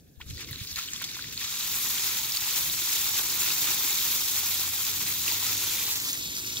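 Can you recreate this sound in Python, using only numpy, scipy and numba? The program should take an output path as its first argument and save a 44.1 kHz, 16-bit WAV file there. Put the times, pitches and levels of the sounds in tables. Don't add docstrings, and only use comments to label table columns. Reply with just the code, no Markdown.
import sys
import numpy as np
from scipy import signal
from scipy.fft import rfft, irfft
from scipy.io import wavfile
from scipy.ndimage import uniform_filter1d
from numba import njit

SR = 44100
rng = np.random.default_rng(int(sys.argv[2]) if len(sys.argv) > 2 else 0)


def wrap_up_sound(samples):
    columns = np.atleast_2d(samples).T
    tamed = np.clip(columns, -1, 1)
    steps = np.round(tamed * 32767).astype(np.int16)
    wavfile.write(sys.argv[1], SR, steps)


def invert_db(x):
    u = np.asarray(x, float) / 20
    return 10 ** u


N = 291060

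# (time [s], level [dB])
HUM = [(0.0, -56.5), (0.42, -53.5), (3.9, -52.5), (4.8, -53), (5.5, -52.5), (6.6, -50.5)]
# (frequency [Hz], density [dB per Hz])
TOWN_SPECTRUM = [(12, -39), (20, -15.5), (54, -0.5), (119, 3), (223, -3), (266, -3), (358, -7.5),
                 (528, -15), (577, -23.5), (640, -38), (700, -20.5), (910, -53), (1540, -120)]
# (frequency [Hz], density [dB per Hz])
AIR_SPECTRUM = [(350, -55), (600, 2), (1190, -17), (1750, -1), (2120, -46), (3530, -17), (9620, -8),
                (16000, -18)]
# (time [s], firing rate [Hz], level [dB])
VEHICLE = [(3.8, 76.8, -78), (4.1, 77.25, -66.5), (4.6, 86.3, -62), (4.8, 88.5, -63), (5.1, 94.9, -58.5),
           (5.5, 98, -56), (5.85, 99.5, -64), (6.2, 103.2, -67), (6.6, 105.3, -66.5)]
# (multiple of firing rate [1], level [dB])
ENGINE_ORDERS = [(0.5, -30), (1, 6), (1.5, -47), (2, -7.5), (2.5, -6.5), (3, -6), (3.5, -5.5), (4, -12),
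                 (4.5, -10.5), (5, -38), (5.5, -17), (6, -18)]
# (time [s], peak [dB], pitch [Hz], left minus right [dB])
WIND_BUMPS = [(0.176, -48.5, 78.1, 23), (0.214, -49, 67, 16), (0.261, -39, 73, 6), (0.292, -34, 107, 0),
              (0.305, -32.5, 105, -6), (0.327, -33, 94, -1.0), (0.349, -41, 70.0, 6),
              (0.364, -46, 80.7, -13), (0.512, -32.5, 110, -3), (0.548, -41, 70.0, 1),
              (0.612, -31.5, 103, -4), (0.721, -41.5, 78.6, -10), (0.769, -47, 64, -14),
              (2.099, -70, 105, 14), (2.219, -99, 111, -6), (2.422, -43, 105, 2)]
# (time [s], peak [dB], start pitch [Hz], length [cycles], pitch gain [per cycle])
GURGLES = [
    (0.202, -36.5, 867, 14, 0.038),
    (.209, -30, 1505, 40, 0.067),
    (.226, -51, 2650, 43, .015),
]
# (time [s], peak [dB], pitch [Hz], length [cycles])
BUBBLES = [(0.378, -37, 1860, 18), (0.488, -35, 2070, 18), (0.511, -35, 1900, 18), (0.532, -30, 1760, 8.2),
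           (0.761, -36, 2040, 10), (0.775, -36, 2070, 17), (0.787, -27, 1300, 12), (0.933, -31, 1750, 11),
           (1.0, -30, 2130, 9.1), (1.017, -22, 1640, 3.8), (1.042, -32, 2010, 9.2), (1.089, -29, 2180, 9.1),
           (1.167, -36, 1020, 10), (1.192, -25, 1520, 8.8), (1.243, -31, 1920, 15), (1.413, -28, 1840, 12)]
# (time [s], peak [dB], pitch [Hz])
PLOPS = [(0.2148, -28, 3080), (0.3, -28, 6520), (0.3721, -23, 4440), (0.5287, -20, 4000),
         (0.559, -23, 4030), (0.6005, -31, 4060), (0.6735, -23, 4320), (0.7282, -24, 3900),
         (0.7592, -15.5, 4170), (0.7896, -17, 6540), (0.8865, -20.5, 3020), (0.9348, -12, 6800),
         (0.961, -21, 3370), (1.0405, -22, 3330), (1.156, -27, 3500), (1.2234, -21, 4390),
         (1.3765, -16, 4200), (1.6087, -18, 3850), (1.9829, -18, 3200), (2.3213, -12, 4900),
         (2.371, -10.5, 4430), (2.5601, -14, 5900), (2.6982, -14.5, 3700), (3.5039, -20, 2560),
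         (4.0257, -19, 3640), (5.2794, -16.5, 2700), (5.3148, -13, 4340), (6.131, -11, 6570),
         (6.3665, -17, 4770), (6.5696, -15, 3455)]
# (time [s], peak [dB], pitch [Hz])
TICKS = [(0.5042, -35, 14300), (0.5102, -18, 14900), (0.516, -39, 12500), (0.6145, -37, 13900),
         (0.7612, -39.5, 13100), (1.0021, -30, 12300), (1.0215, -15, 12100), (1.1598, -34, 15700),
         (1.2206, -29, 12400), (1.2496, -42, 15100), (1.3019, -31, 15000), (1.3269, -24, 15000),
         (1.3753, -35, 13800)]
# (time [s], flow against full jet [dB], thumb squeeze [0-1])
FLOW = [(0, -33, 0.7), (.19, -33.5, 0.9), (.27, -17, .3), (.3, -7.5, 0.2), (.4, -10, 0), (.7, -6.5, 0.48),
        (1.0, -5, 0.18), (1.27, -7, 0.2), (1.38, -2.5, 0.2), (1.75, 0, 1), (2.35, -1, 0.88),
        (2.6, 1.5, 0.81), (3.5, 1, 1), (4.1, 1.5, 1.07), (4.7, -0.5, 1), (5.9, 0.5, 0.9),
        (6.22, -3.5, 0.64), (6.6, -3.5, .5)]
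# (time [s], splash gain [dB], length [s])
SLUGS = [(0.214, 22.5, 0.02), (0.308, 9.5, 0.0074), (0.327, -9.5, 0.05), (0.41, 7.5, .03), (.465, -7, .015),
         (0.686, -3, .03), (0.789, 6.5, 0.023), (0.954, 5.5, 0.014), (1.022, 10, 0.016), (1.18, 2, 0.041),
         (1.356, -7, 0.027), (1.41, 2.5, 0.044), (2.083, 3, 0.13), (2.264, -2, 0.034), (2.774, -3, 0.073),
         (2.96, 1.5, 0.013), (3.188, 4.5, 0.017), (3.296, -1.5, 0.054), (3.44, 3.5, 0.054),
         (3.574, -0.5, .03), (3.694, 3, 0.045), (3.973, 1, 0.032), (4.238, -5, 0.017), (4.707, -4.5, 0.016),
         (5.194, -3.5, 0.057), (5.29, 3.5, 0.046), (5.46, 2, 0.047), (5.668, 1.5, 0.024), (6.027, -1, .04),
         (6.573, 2.5, 0.026)]
# (time [s], jump [dB], fade [s])
SPURTS = [(.505, -4, 0.0079), (0.514, 2.5, 0.0096), (0.758, 7.5, 0.079), (1.023, 3, 0.006),
          (1.04, 12.5, 0.0088), (1.324, 6, 0.011), (1.376, 0, 0.026)]
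# (time [s], left port lags right by [ms], scatter over the wet patch [ms])
AIM = [(0, -0.063, 0.02), (1.1, -0.082, .016), (1.8, -0.042, 0.038), (5.5, -0.045, .035),
       (5.8, 0.016, 0.044), (6.0, .16, 0.0179), (6.22, 0.23, 0.0082), (6.6, 0.24, 0.0073)]
LAYER_HZ = (400, 1400, 4500, 12000)
FLOW_SHARE = (2.1, 1.06, 1.09, 1.17)
SQUEEZE_DB = (7.5, 0.8, -1, 9.5)
SLUG_SHARE = (1.4, 1.23, 0.65, 0.35)
DRY_DB = (-10, -0.5, -0.5, -1.5)
# (frequency [Hz], density [dB per Hz])
WATER_SPECTRUM = [(150, -40), (250, -18.5), (350, -14.5), (676, -22), (819, -12), (1050, -10.5), (1680, -9),
                  (2550, -3), (2930, -4.5), (3610, 1), (5030, -0.5), (7000, 3.5), (17000, -6)]
# (frequency [Hz], gain [dB])
PORT_RESPONSE = [(7000, 1), (7600, -0.4), (8300, -4.5), (9500, -3), (10800, 1.5), (12200, 6.5),
                 (14000, 8.5), (15900, 11)]


def at(table, t):
    s, *columns = np.transpose(table)
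    return [np.interp(t, s, c) for c in columns]


def colour(x, points):
    hz, db = np.transpose(points)
    f = np.maximum(np.fft.rfftfreq(N, 1 / SR), 1)
    gain = invert_db(np.interp(np.log(f), np.log(hz), db))
    return irfft(rfft(x) * gain, N)


def level(x, db):
    return x * invert_db(db) / np.sqrt(np.mean(x ** 2))


def walk(rate, count):
    hold = int(SR / rate)
    steps = np.repeat(rng.standard_normal((count, N // hold + 1)), hold, axis=1)[:, :N]
    w = uniform_filter1d(uniform_filter1d(steps, hold), hold)
    return w / w.std()


@njit
def ring(start, hz, cycles, size, glide, swell):
    out = np.zeros(N + 1)
    for k in range(len(start)):
        first = int(start[k]) + 1
        late = first - start[k]
        s = hz[k] / SR * (2j * np.pi - 4 / cycles[k])
        turn = np.exp(s)
        bend = np.exp(2j * np.pi * glide[k] * (hz[k] / SR) ** 2)
        z = size[k] * np.exp(s * late)
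        fade = np.exp(swell * s.real)
        rise = fade ** late
        last = first + int(1.5 * cycles[k] * SR / hz[k]) + 2
        for j in range(max(first, 0), min(last, N)):
            out[j] += (1 - rise) * z.imag
            z, turn, rise = z * turn, turn * bend, rise * fade
    return out[:N]


def town():
    mid, side = colour(rng.standard_normal((2, N)), TOWN_SPECTRUM)
    side = colour(side, [(30, -2), (60, -9), (150, -11), (500, -3)])
    hum_db = at(HUM, np.arange(N) / SR)[0] + 2.0 * walk(8.1, count=1)[0]
    hum = invert_db(hum_db - 1.0) * np.array([mid + side, mid - side]) / mid.std()
    air = colour(rng.standard_normal((2, N)), AIR_SPECTRUM)
    return hum + level(air, -69.0)


def vehicle():
    t = np.arange(N) / SR
    hz, db = at(VEHICLE, t)
    upper_db = np.interp(t, (5.7, 6.12), (-0.5, 9.5))
    turn = 2 * np.pi * np.cumsum(hz * (1 + 0.013 * walk(17, count=1)[0])) / SR
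    waver = walk(7.8, count=len(ENGINE_ORDERS))
    engine = np.zeros(N)
    for (order, order_db), w in zip(ENGINE_ORDERS, waver):
        line_db = order_db + 2.6 * w + upper_db * (order > 2.2)
        engine += invert_db(line_db) * np.sin(order * turn + 0.49 * w)
    fan = invert_db(-60.0 + 2.2 * waver[0]) * np.sin(2 * np.pi * 269 * t + 0.66 * waver[1])
    fan *= np.clip((t - 5.7) / 0.16, 0, 1)
    return np.sqrt(2) * (engine * invert_db(db) + fan)


def wind():
    t, db, hz, pan_db = np.transpose(WIND_BUMPS)
    slip = 0.00091 * rng.standard_normal(len(t))
    heard = []
    for side in (1, -1):
        size = invert_db(db + 11 + side * pan_db / 2)
        heard.append(ring((t + side * slip) * SR, hz, 0 * t + 2.4, size, 0 * t, 0.99))
    return np.array(heard)


def ground(x):
    delay_ms, echo_db, dull_hz = np.array([[0.89], [0.79]]), -20.5, 2780
    f = np.fft.rfftfreq(N, 1 / SR)
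    soil = invert_db(echo_db) / (1 + (f / dull_hz) ** 2)
    echo = soil * np.exp(-2j * np.pi * f * delay_ms / 1000)
    return irfft(rfft(x) * (1 + echo), N)


def ports(t, hz, cycles, size, glide, place):
    lag, scatter = at(AIM, t)
    half = (lag + scatter * place) * SR / 2000
    one = np.ones(len(t))
    cycles = np.clip(cycles, 1, 60) * one
    swell = 2.25
    return np.array([ring(t * SR + side * half, hz * one, cycles, size * one, glide * one, swell)
                     for side in (1, -1)])


def plops():
    plop_rows = [(*row, 14.4) for row in PLOPS]
    t, db, hz, cycles = np.transpose([*BUBBLES, *plop_rows])
    out = ports(t, hz, cycles, invert_db(db + 2.5), 0.0048, 0)
    t, db, hz = np.transpose(TICKS)
    for ratio, late in ((0.8, 0), (1.07, 0.0), (0.66, .0023)):
        out += ports(t + late, ratio * hz, 12.0, invert_db(db - 4.5), 0, 0)
    t, db, hz, cycles, glide = np.transpose(GURGLES)
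    return out + ports(t, hz, cycles, invert_db(db - 1.5), glide, 0)


def layers(t):
    flow_db, squeeze = at(FLOW, t)
    slug_db = sum(db * np.exp(-((t - s) / length) ** 2) for s, db, length in SLUGS)
    dry_soil = np.interp(t, (0.31, 2.4), (1, 0))
    bands = np.outer(FLOW_SHARE, flow_db) + np.outer(DRY_DB, dry_soil)
    return bands + np.outer(SQUEEZE_DB, squeeze - 1) + np.outer(SLUG_SHARE, slug_db)


def spray():
    count, crowd = 230000, .58
    u, g = rng.random((count, 5)).T, rng.standard_normal(count)
    t, hz = u[0] * N / SR, 250 * (17500 / 250) ** (u[1] ** crowd)

    bands = layers(t)
    between = np.interp(np.log(hz), np.log(LAYER_HZ), np.arange(4))
    low, k = np.minimum(between.astype(int), 2), np.arange(count)
    db = bands[low, k] + (between - low) * (bands[low + 1, k] - bands[low, k])
    for s, jump_db, fade in SPURTS:
        burst, hold_back = np.exp(-abs(t - s) / fade), -np.exp(-abs(t - s) / 0.081)
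        db += jump_db * np.where(t > s, burst, hold_back) / 2

    thin = 1 + 0.15 * np.clip(-at(FLOW, t)[0], 0, 12)
    i, band = (t * SR).astype(int), (u[1] * 8).astype(int)
    db += 0.42 * walk(45, count=1)[0, i]
    db += 0.78 * walk(130, count=1)[0, i]
    db += 0.99 * thin * walk(60, count=8)[band, i]
    large_db = np.interp(np.log(hz), np.log(LAYER_HZ), (3.93, 3.05, 2.5, 0.95))
    db += large_db * np.minimum(-np.log(u[2]), 6.0)

    cycles = 7.8 * np.exp(0.56 * g) * (1 + (hz / 11000) ** 2)
    smack = (u[3] < .03) & (hz > 2000)
    cycles[smack] = 1.6
    db[smack] += 4.0
    size = invert_db(db) * hz / np.sqrt(cycles) * u[1] ** ((crowd - 1) / 2)

    stray = np.tan(np.pi * (u[4] - .5))
    drift = .35 * rng.standard_normal(count) * hz / 9000
    place = np.clip(np.sign(stray) * abs(stray) ** 1.7 + drift, -150, 150)
    drop = np.array([t, hz, cycles, size, 0.0078 * u[3], place])
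    near = abs(stray) < 2
    drops = ground(ports(*drop[:, near])) + ports(*drop[:, ~near])
    return level(colour(drops, WATER_SPECTRUM), -30.5)


def scene():
    return spray() + ground(plops()) + wind() + vehicle() + town()


def band_limit(x):
    return signal.sosfilt(signal.butter(12, 17050, fs=SR, output="sos"), x)


def record(dry):
    heard = colour(dry, PORT_RESPONSE) * invert_db(np.array([[.25], [-.25]]))
    top_cut = signal.ellip(12, .3, 90, 15700, fs=SR, output="sos")
    return band_limit(signal.sosfilt(top_cut, heard))


dry = scene()
out = record(dry)
wrap_up_sound(out)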